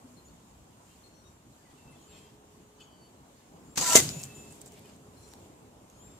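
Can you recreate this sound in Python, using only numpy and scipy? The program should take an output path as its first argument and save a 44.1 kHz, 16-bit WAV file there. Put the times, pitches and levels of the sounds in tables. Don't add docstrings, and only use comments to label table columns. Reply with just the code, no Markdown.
import sys
import numpy as np
from scipy import signal
from scipy.fft import rfft, irfft, next_fast_len
from scipy.io import wavfile
from scipy.ndimage import uniform_filter1d, map_coordinates

SR = 44100
rng = np.random.default_rng(int(sys.argv[2]) if len(sys.argv) > 2 else 0)


def master_out(mix):
    frames = np.transpose(np.atleast_2d(mix))
    ceiling = np.clip(frames, -1, 1)
    pcm = np.round(ceiling * 32767).astype(np.int16)
    wavfile.write(sys.argv[1], SR, pcm)


def gain_from_db(level_db):
    decades = np.asarray(level_db, float) / 20
    return 10 ** decades


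N = 273175
T = np.arange(N) / SR


def unit(x):
    return x / np.sqrt(np.mean(x ** 2) + 1e-20)


def along(points, hz):
    f, v = np.transpose(points)
    return np.interp(np.log(hz + 1), np.log(f + 1), v, right=v[-1])


def curve(points):
    s, v = np.transpose(points)
    return np.interp(T, s, v)


def wobble(rate_hz, size=N):
    knots = rng.standard_normal(int(size * rate_hz / SR) + 4)
    return map_coordinates(knots, [np.arange(size) * rate_hz / SR])


def filtered(x, response):
    m = next_fast_len(N + SR // 2)
    return irfft(rfft(x, m) * response(np.fft.rfftfreq(m, 1 / SR)), m)[..., :N]


def pan(x, left_db):
    return np.array([x * gain_from_db(left_db / 2), x * gain_from_db(-left_db / 2)])


def rush(spectrum, alike, patchy_db):
    z = signal.stft(rng.standard_normal((2, N)), nperseg=512)[2]
    patches = uniform_filter1d(rng.standard_normal(z.shape[1:]), 6, 0)
    patches = unit(uniform_filter1d(patches, 10, 1))
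    pair = signal.istft(z * gain_from_db(patchy_db * patches), nperseg=512)[1][:, :N]
    closed = [(10, -120), *spectrum, (spectrum[-1][0] + 900, -120)]

    def mid_side(hz):
        turn = np.arccos(np.clip(along(alike, hz), -1, 1)) / 2
        return gain_from_db(along(closed, hz)) * [np.cos(turn), np.sin(turn)]

    mid, side = filtered(pair, mid_side)
    return unit(np.array([mid + side, mid - side]))


def bursts(rows):
    out = np.zeros(N + SR)
    for s, db, rise, t60, length in rows:
        t = np.arange(round(length * SR)) / SR
        stop = np.clip((length - t) / .0025, 0, 1)
        out[round(s * SR):][:len(t)] += gain_from_db(db - 60 * t / t60) * (1 - np.exp(-t / rise)) * stop
    return out[:N]


def tone(hz, s):
    return np.sqrt(2) * np.sin(2 * np.pi * np.cumsum(hz + 0 * s) / SR)


def notes(rows, rough, left_db):
    out = np.zeros((2, N))
    for s, length, first_hz, last_hz, db in rows:
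        n = round(length * SR)
        hz = np.linspace(first_hz, last_hz, n) * (1 + rough * wobble(299.5, size=n))
        swell = signal.windows.tukey(n, min(1, .03 / length))
        swell = swell * gain_from_db(db + 1 + 2.5 * wobble(45, size=n))
        out[:, round(s * SR):][:, :n] += pan(swell * tone(hz, 0), left_db)
    return out


# time in seconds, level in dB.
BREEZE = [(0.0, -57.5), (.67, -59), (.86, -59.5), (1.05, -58), (1.36, -59), (2.0, -57), (2.15, -56),
          (2.31, -59), (2.98, -59), (3.62, -57.5), (5.0, -58.5), (5.4, -56.5), (5.79, -59.5), (5.98, -57),
          (6.19, -56.5)]
# frequency in Hz, left-right correlation.
ALIKE = [(60, 0.99), (180, 0.98), (550, 0.72), (1650, -0.014), (4970, -0.12), (15000, 0.02)]
# frequency in Hz, density in dB per Hz.
TRAFFIC = [(20, -27), (45, -4.5), (70, -0.5), (250, -2), (500, -8.5), (1000, -9.5), (1600, -21.5),
           (3000, -32.5)]
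# start in s, level in dB, rise in s, t60 in s, length in s.
ECHO_LOW = [
    (3.5, -53.5, .03, 1.5, 0.25),
    (3.99, -45.5, .03, 1.3, 1),
    (3.96, -54.5, .05, 18, 1.9),
]
# frequency in Hz, density in dB per Hz.
ECHO_TONE = [(40, -20), (90, -0.5), (130, -1), (250, 0.5), (420, -8), (800, -10), (1600, -26.5)]


def traffic():
    road = gain_from_db(curve(BREEZE) + 1 + .4 * wobble(7.7)) * rush(TRAFFIC, [(28, .2), *ALIKE], patchy_db=1.5)
    out = road + bursts(ECHO_LOW) * rush(ECHO_TONE, ALIKE, patchy_db=1.5)
    out[1] = np.roll(out[1], shift=12)
    return out


# frequency in Hz, density in dB per Hz.
LEAVES = [(700, -20), (1500, -1.5), (3000, 2.5), (5000, -2.5), (8000, -3.5), (11000, -5), (14300, -7),
          (14700, -14), (15600, -13.5)]
# start in s, level in dB, rise in s, t60 in s, length in s.
ECHO_HIGH = [
    (3.86, -46, .06, 3.0, .1),
    (3.93, -42.5, .01, 0.77, .4),
    (3.96, -53, .02, 3.6, 1.5),
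]


def leaves():
    breeze_db = curve(BREEZE)
    mean_db = breeze_db.mean()
    stir_db = mean_db - 9.5 + 1.2 * (breeze_db - mean_db)
    level = np.hypot(gain_from_db(stir_db), bursts(ECHO_HIGH))
    return level * gain_from_db(.6 * wobble(9)) * rush(LEAVES, ALIKE, patchy_db=1.3)


# start in s, level in dB, rise in s, t60 in s, length in s.
RUSTLE = [(2.08, -58, 0.075, 1.05, 0.29), (2.8, -56, 0.0048, 0.2, 0.06), (1.6, -64, .08, 1.5, .38),
          (3.36, -64, 0.042, 0.7, 0.14), (4.7, -57.5, 0.056, 1.4, 0.26), (5.25, -64, .06, 0.58, .2),
          (.84, -68, 0.033, 0.89, 0.43)]
# frequency in Hz, density in dB per Hz.
RUSTLE_TONE = [(800, -20), (1800, -2.5), (3000, -1.5), (4500, -3), (7000, -16), (10000, -13), (15000, -20)]


def rustles():
    return bursts(RUSTLE) * gain_from_db(2.2 * wobble(60)) * rush(RUSTLE_TONE, [(1000, 0.224)], patchy_db=3)


# start in s, length in s, first Hz, last Hz, level in dB.
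LEFT_BIRDS = [(.16, 0.049, 4290, 4080, -67), (.89, .06, 2740, 2830, -77), (1.03, 0.057, 4260, 4280, -68),
              (1.13, 0.19, 5860, 5800, -79), (1.24, .05, 3740, 3800, -73), (1.95, .028, 3420, 3440, -71),
              (2.1, 0.11, 4160, 4360, -80), (5.16, 0.11, 4160, 4140, -70)]
# start in s, length in s, first Hz, last Hz, level in dB.
FAR_BIRDS = [(.27, 0.042, 4330, 4520, -72), (.88, .08, 3100, 3130, -79), (1.13, .1, 4260, 4280, -78),
             (1.645, 0.05, 2050, 1920, -70), (1.77, .2, 2710, 2620, -74), (1.85, .08, 2680, 2640, -74),
             (1.67, .07, 1900, 1990, -75), (1.9, .037, 9790, 9570, -76), (1.92, 0.023, 2090, 2060, -68),
             (2.22, .1, 2680, 2740, -79), (4.325, .025, 8450, 8400, -73), (4.365, .05, 8400, 8440, -74),
             (4.83, .04, 2470, 2510, -70), (4.845, .029, 3000, 3130, -68.5),
             (5.16, .15, 9950, 10020, -75.5)]
# start in s, length in s, first Hz, last Hz, level in dB.
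CLEAR_BIRDS = [(2.8, .24, 1527, 1526, -81.5), (2.84, 0.127, 3280, 3200, -78),
               (2.775, 0.31, 3030, 3015, -76), (2.775, .31, 4560, 4500, -80), (3.0, .085, 4520, 4500, -76),
               (2.89, .11, 4850, 4900, -84), (5.9, .045, 6700, 6230, -79), (5.985, .06, 2950, 3480, -75),
               (6.04, .14, 3500, 3680, -81)]
# start in s, length in s, first Hz, last Hz, level
# in dB.
CHATTER = [(.03, 0.12, 255.3, 239.6, -59.5), (1.58, 0.057, 1700, 1790, -76), (1.98, 0.16, 3350, 2780, -77),
           (2.08, 0.21, 3050, 3300, -73.5), (2.1, 0.085, 3650, 3500, -72), (2.08, 0.14, 2600, 2600, -71.5),
           (2.795, 0.044, 2650, 2610, -61), (2.795, 0.04, 3050, 3040, -59), (2.795, 0.04, 3400, 3420, -67),
           (2.8, 0.035, 4550, 4530, -71), (2.8, 0.059, 6810, 6680, -77), (2.797, 0.044, 7840, 7600, -78),
           (4.105, 0.12, 2620, 2596, -68), (5.22, 0.147, 5760, 5730, -74), (6.06, .035, 2496, 2466, -72.5)]


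def small_birds():
    left = notes(LEFT_BIRDS, rough=.005, left_db=13.0)
    far = notes(FAR_BIRDS, rough=0.013, left_db=3.0)
    clear = notes(CLEAR_BIRDS, rough=0.0035, left_db=4.0)
    hoarse = notes(CHATTER, rough=.03, left_db=2.5)
    return left + far + clear + hoarse


# start in s, length in s, first Hz, last Hz, level in dB.
DOVE = [
    (2.06, .22, 422, 419, -67.5),
    (2.3, 0.61, 422, 422, -70),
    (4.25, 0.63, 419.5, 417.4, -67.5),
    (4.95, .75, 420.2, 420.4, -71),
]


def dove():
    return notes(DOVE, rough=0.0034, left_db=-0.5)


SQUEAK_DB = [-22, 0, -11, -12]


def squeak(s, length, first_hz, held_hz, db, creep_hz_per_s=1100):
    climb_hz_per_s, swell_db_per_s, fade_db_per_s = 10000, 105, 55
    start = round(s * SR)
    n = min(round(length * SR), N - start)
    t = np.arange(n) / SR
    held = t - (held_hz - first_hz) / climb_hz_per_s
    hz = held_hz + np.where(held < 0, climb_hz_per_s * held, creep_hz_per_s * np.abs(held))
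    cycle = np.pi * np.cumsum(hz * (1 + 0.004 * wobble(120, size=n))) / SR
    voice = sum(gain_from_db(h) * np.sin((k + 1) * cycle) for k, h in enumerate(SQUEAK_DB))
    edges = np.clip(np.minimum(t, length - t) / .012, 0, 1)
    effort_db = db + np.minimum(swell_db_per_s * held, -fade_db_per_s * held)
    effort_db = effort_db + 0.5 + 2.4 * wobble(50, size=n)
    call = pan(voice * edges * gain_from_db(effort_db), 2 + 4.0 * wobble(7.3, size=n))
    return np.pad(call, [(0, 0), (start, N - n - start)])


# start in s, length in s, first Hz, held Hz (both of harmonic 2), level in dB.
SQUEAKS = [
    (.24, .06, 6700, 6990, -68),
    (.52, .2, 7300, 7760, -81),
    (3.635, .125, 6760, 7480, -70),
    (4.09, .122, 6800, 7000, -54),
    (4.34, .165, 6930, 7060, -62.5),
    (5.932, .255, 6280, 7370, -67),
]


def squeaky_bird():
    tired = squeak(1.995, .27, 6500, 7550, -69, creep_hz_per_s=-650)
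    return sum(squeak(*row) for row in SQUEAKS) + tired


# start in s, length in s, first Hz, last Hz, level in dB.
TRILL = [
    (4.105, .43, 2650, 2627, -64),
]


def startled_bird():
    return gain_from_db(2.5 * wobble(80)) * notes(TRILL, rough=0.012, left_db=0.1)


# start in s, level in dB, rise in s, t60 in s, length in s.
SHOVE = [
    (3.77, -53.5, .01, .6, .2),
    (3.955, -50.5, .01, .9, .5),
]
# frequency in Hz, density in dB per Hz.
SHOVE_TONE = [(22, -6.5), (40, 0), (65, 0.5), (100, -14)]


def air_shove():
    return bursts(SHOVE) * rush(SHOVE_TONE, [(40, .1)], patchy_db=0.0)


# start in s, peak in dB, stone in Hz, left minus right in dB.
GRIT = [(3.7792, -16, 1010, -3), (3.7775, -24, 7400, 0), (4.0912, -26, 4960, 24.5),
        (4.1975, -37, 12500, -2), (4.1995, -36, 6500, 4), (4.2118, -40, 8000, 0),
        (4.218, -35.5, 10500, -2.5), (4.2323, -29.5, 6400, 0), (4.2362, -29, 5200, 3),
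        (4.5093, -46.5, 11100, -7), (4.194, -39, 7000, 0), (4.2265, -43.5, 10000, 0),
        (4.262, -41.5, 7000, 0), (4.272, -43, 7200, 0), (4.2377, -27, 7300, 6.5), (4.2428, -29.5, 8000, -1),
        (4.2525, -35.5, 7000, 2), (4.3675, -45.5, 8000, 3), (4, -40.5, 6700, 2), (4.555, -48, 13000, 0),
        (4.58, -50, 9000, 0), (4.74, -54, 10000, 0), (4.5243, -38.5, 8450, -5), (4.6158, -33.5, 8200, -7),
        (4.661, -39, 7800, -6.5), (4.678, -42.5, 7700, -6), (4.7208, -43, 5800, 5.5),
        (4.7935, -44, 12640, -6), (4.963, -48.5, 8200, 1), (4.857, -51, 12000, 0),
        (3.9628, -8.5, 6000, -0.5), (5.3366, -42, 4000, 17), (5.337, -42, 1500, 15),
        (5.9, -44.5, 6500, 2.5), (4.0015, -20.5, 7000, 0), (.285, -51, 4500, 0)]
# start in s, level in dB, rise in s, t60 in s, length in s.
TRICKLE = [(4.19, -51.5, 0.0116, 0.66, 0.074), (4.36, -61.5, 0.0028, .5, 0.04),
           (4.5, -61, .01, 0.65, 0.097), (4.607, -56.5, .005, 0.21, .022), (4.655, -58, 0.0051, .3, .035),
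           (4.715, -66, 0.0059, 0.35, .06), (.8, -69.5, 0.037, 2.2, .3), (5.17, -66, 0.064, 3.4, 0.19)]
# frequency in Hz, density in dB per Hz.
TRICKLE_TONE = [(2500, -7), (5000, -3.5), (8000, 0.5), (12000, -6.5), (15500, -8)]


def grit():
    out = np.zeros((2, N))
    t = np.arange(SR // 40) / SR
    for s, db, hz, left_db in GRIT:
        noise = uniform_filter1d(rng.standard_normal((2, len(t))), size=2)
        noise = signal.lfilter([1, -.6], 1, noise)
        click = gain_from_db(-60 * t / 0.0019) * (1 - np.exp(-t / 0.00021)) * np.sin(2 * np.pi * hz * t)
        crack = gain_from_db(-12.0 - 60 * t / .004) + gain_from_db(-20 - 60 * t / .03)
        out[:, round(s * SR):][:, :len(t)] += gain_from_db(db + 4) * (pan(click, left_db) + crack * noise)
    dust = bursts(TRICKLE) * gain_from_db(2.5 * wobble(500)) * rush(TRICKLE_TONE, [(5000, .3)], patchy_db=2)
    return out + dust


# start in s, level in dB, rise in s, t60 in s, length in s.
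BOOM = [
    (3.96, -35, 0.0045, .2, 0.077),
    (4.02, -41, .005, 0.682, .5),
]
# frequency in Hz, density in dB per Hz.
BOOM_TONE = [(70, -22), (105, -6), (132, 0), (165, -10), (300, -15), (600, -26)]


def wall_boom():
    return bursts(BOOM) * rush(BOOM_TONE, ALIKE, patchy_db=-2.0)


# time in s, peak in dB, frequency in Hz, half length in s.
THUD = (3.9552, -6.5, 440, .00095)
# time in s, peak in dB, frequency in Hz, half
# length in s.
KNOCKS = [(3.979, -26, 245, 0.0083), (3.985, -29, 450, .005), (3.995, -32, 108, .014),
          (4.003, -29, 345, 0.0055), (4.028, -28, 135, .006), (4.056, -34, 150, .01),
          (4.1, -40, 150, 0.013), (4.172, -35, 150, .008), (4.26, -44, 140, .012)]
# frequency in Hz, level in dB, t60 in s.
BOARD = [
    (247, -32.5, 0.1),
    (335, -27.5, 0.06),
    (463.6, -27.5, 0.04),
]


def thud():
    out = 0
    for s, db, hz, half in [THUD, *KNOCKS]:
        out = out + gain_from_db(db) * np.cos(2 * np.pi * hz * (T - s)) * np.exp(-((T - s) / half) ** 2 / 2)
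    t = np.clip(T - THUD[0], 0, None)
    for hz, db, t60 in BOARD:
        out = out + gain_from_db(db - 60 * t / t60) * np.sin(2 * np.pi * hz * t)
    return out


# frequency in Hz, left-right correlation.
ALIKE_NEAR = [(60, 0.65), (180, 0.29), (550, 0.31), (1650, 0.2), (4970, 0.17), (15000, 0.06)]
# start in s, level in dB, rise in s, t60 in s, length in s.
BOW = [
    (3.757, -43.5, 0.0006, 0.32, .02),
    (3.768, -41.5, 0.0036, 0.23, 0.017),
    (3.7735, -27.5, 0.0018, .35, .3),
    (3.81, -31.5, 0.0069, 0.13, .1),
]
# frequency in Hz, density in dB per Hz.
BOW_TONE = [(60, -21.5), (150, 0.5), (400, -12.5), (900, -8.5), (2000, -11.5), (4200, -9), (7000, -10.5),
            (10000, -18.5), (15500, -21.5)]


def bow():
    return bursts(BOW) * gain_from_db(1.8 * wobble(300)) * rush(BOW_TONE, ALIKE_NEAR, patchy_db=2.5)


# time in s, level in dB.
FLIGHT = [(3.79, -51), (3.84, -36), (3.885, -31.5), (3.92, -27), (3.953, -24.5), (3.957, -24.5)]
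# frequency in Hz, density in dB per Hz.
FEATHER = [(100, -8.5), (400, -11), (1000, -10), (2500, -10), (5000, -8), (8000, -8), (9500, -14),
           (15500, -19.5)]


def feather_hiss():
    flying = (T > FLIGHT[0][0]) * (T < FLIGHT[-1][0])
    return flying * gain_from_db(curve(FLIGHT) + 2 * wobble(300)) * rush(FEATHER, ALIKE_NEAR, patchy_db=2)


def modes(rows, damp_db_per_s):
    loosed_s, wake_s, beat_depth = 3.8, .04, .38
    sag_per_s = .25
    t, out = loosed_s + np.arange(SR // 4) / SR, 0
    for hz, s, db, swell, beat in rows:
        level_db = db + np.minimum(swell * (t - s), -damp_db_per_s * (t - s))
        level_db = level_db + 1.5 * wobble(120, size=len(t))
        spin = (1 + beat_depth * np.cos(2 * np.pi * beat * (t - s))) / (1 + beat_depth)
        pitch = hz * (1 - sag_per_s * (t - 3.9) + .005 * wobble(60, size=len(t)))
        out = out + gain_from_db(level_db) * spin * tone(pitch, t)
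    start = round(loosed_s * SR)
    return np.pad(out * np.clip((t - loosed_s) / wake_s, 0, 1), (start, N - start - len(t)))


# Hz, loudest at s, level in dB, swell in dB per s, beats per s.
SHAFT = [(645, 3.936, -38, 280, 0), (672, 3.964, -22.5, 1200, 0), (985, 3.944, -30.5, 60, 18),
         (1355, 3.947, -30.5, 115, 25), (1370, 3.98, -39, 150, 0), (1810, 3.958, -41, 50, 15),
         (2130, 3.973, -25, 900, 0), (2070, 3.995, -30, 900, 0)]


def shaft_hum():
    hum = modes(SHAFT, damp_db_per_s=1000)
    return np.array([hum, np.roll(hum, shift=4)])


# Hz, loudest at s, level in dB, swell in dB per s, beats per s.
TIP = [
    (3900, 3.961, -26, 1300, 0),
    (6330, 3.9615, -19, 1500, 0),
    (7230, 3.9585, -21, 3000, 0),
]


def tip_ring():
    return modes(TIP, damp_db_per_s=2600)


# start in s, level in dB, rise in s, t60 in s, length in s.
SHRIEK = [
    (3.9562, -16, .0004, .3, .0065),
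    (3.962, -22, .0004, .13, .041),
]
# frequency in Hz, density in dB per Hz.
SHRIEK_TONE = [(5200, -27), (6250, 0), (6600, -8.5), (7050, -3), (7700, -11), (8800, -30)]


def shriek():
    return bursts(SHRIEK) * rush(SHRIEK_TONE, [(7000, 0.35)], patchy_db=0.0)


# start in s, level in dB, rise in s, t60 in s, length in s.
CRASH = [
    (3.9532, -14.5, .0004, 0.035, 0.0064),
    (3.9562, -11.5, .0005, 0.077, 0.031),
    (3.968, -20.5, .002, 0.24, 0.038),
    (4.0, -34, .003, .4, .4),
    (4.088, -37, .002, 0.029, .05),
]
# frequency in Hz, density in dB per Hz.
CRASH_TONE = [(80, -19.5), (250, -12), (600, -8.5), (1200, -12.5), (2500, -10), (4000, -8), (6000, -11),
              (9000, -11.5), (15500, -18.5)]


def crash():
    return bursts(CRASH) * gain_from_db(2.3 * wobble(900)) * rush(CRASH_TONE, ALIKE_NEAR, patchy_db=1.5)


# frequency in Hz, t60 in s.
SHED = [(80, 0.88), (140, 0.93), (220, 0.66), (600, 0.21), (2100, .2), (3500, 0.55), (12000, 0.26)]


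def shed(x):
    hz, t, z = signal.stft(rng.standard_normal((2, SR)), SR, nperseg=512)
    z[1, :8] = z[0, :8]
    tail = signal.istft(z * gain_from_db(-60 * t / along(SHED, hz)[:, None]), SR, nperseg=512)[1]
    tail = tail / np.linalg.norm(tail[0])
    late = np.pad(x, (300, 0))[None]
    return signal.fftconvolve(late, tail, axes=1)[:, :N]


# frequency in Hz, left minus right in dB.
SIDE_NEAR = [(60, 2), (150, -1), (380, 0.5), (950, -1.0), (2380, 1), (5980, 2.5), (15000, -5.5)]


def scene():
    arrow = bow() + feather_hiss() + shaft_hum() + tip_ring() + crash() + shriek()

    def placed(hz):
        low_cut = (1j * hz / (60 + 1j * hz)) ** 2
        return gain_from_db(along(SIDE_NEAR, hz) / 2 * [[1], [-1]]) * low_cut

    near = filtered(arrow + thud() + wall_boom(), placed)
    song = small_birds() + dove() + squeaky_bird()
    sent = near + gain_from_db(7) * song
    room = gain_from_db(-14.5) * shed(sent.mean(axis=0))
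    yard = traffic() + leaves() + rustles()
    return near + song + room + grit() + yard + startled_bird() + air_shove()


def roll_off(x):
    return signal.sosfilt(signal.butter(12, 15610, fs=SR, output="sos"), x)


# centre in Hz, width in Hz, gain in dB.
PORT = (7200, 1500, 5)


def record(dry):
    centre_hz, width_hz, db = PORT

    def port(hz):
        damped = 1j * hz * width_hz
        return 1 + gain_from_db(db) * damped / (centre_hz * centre_hz - hz * hz + damped)

    x = filtered(dry, port)
    x = x / (1 + np.abs(x) ** 8) ** (1 / 8)
    x = filtered(x, lambda hz: hz < 15700)
    return roll_off(x)


dry = scene()
out = record(dry)
master_out(out)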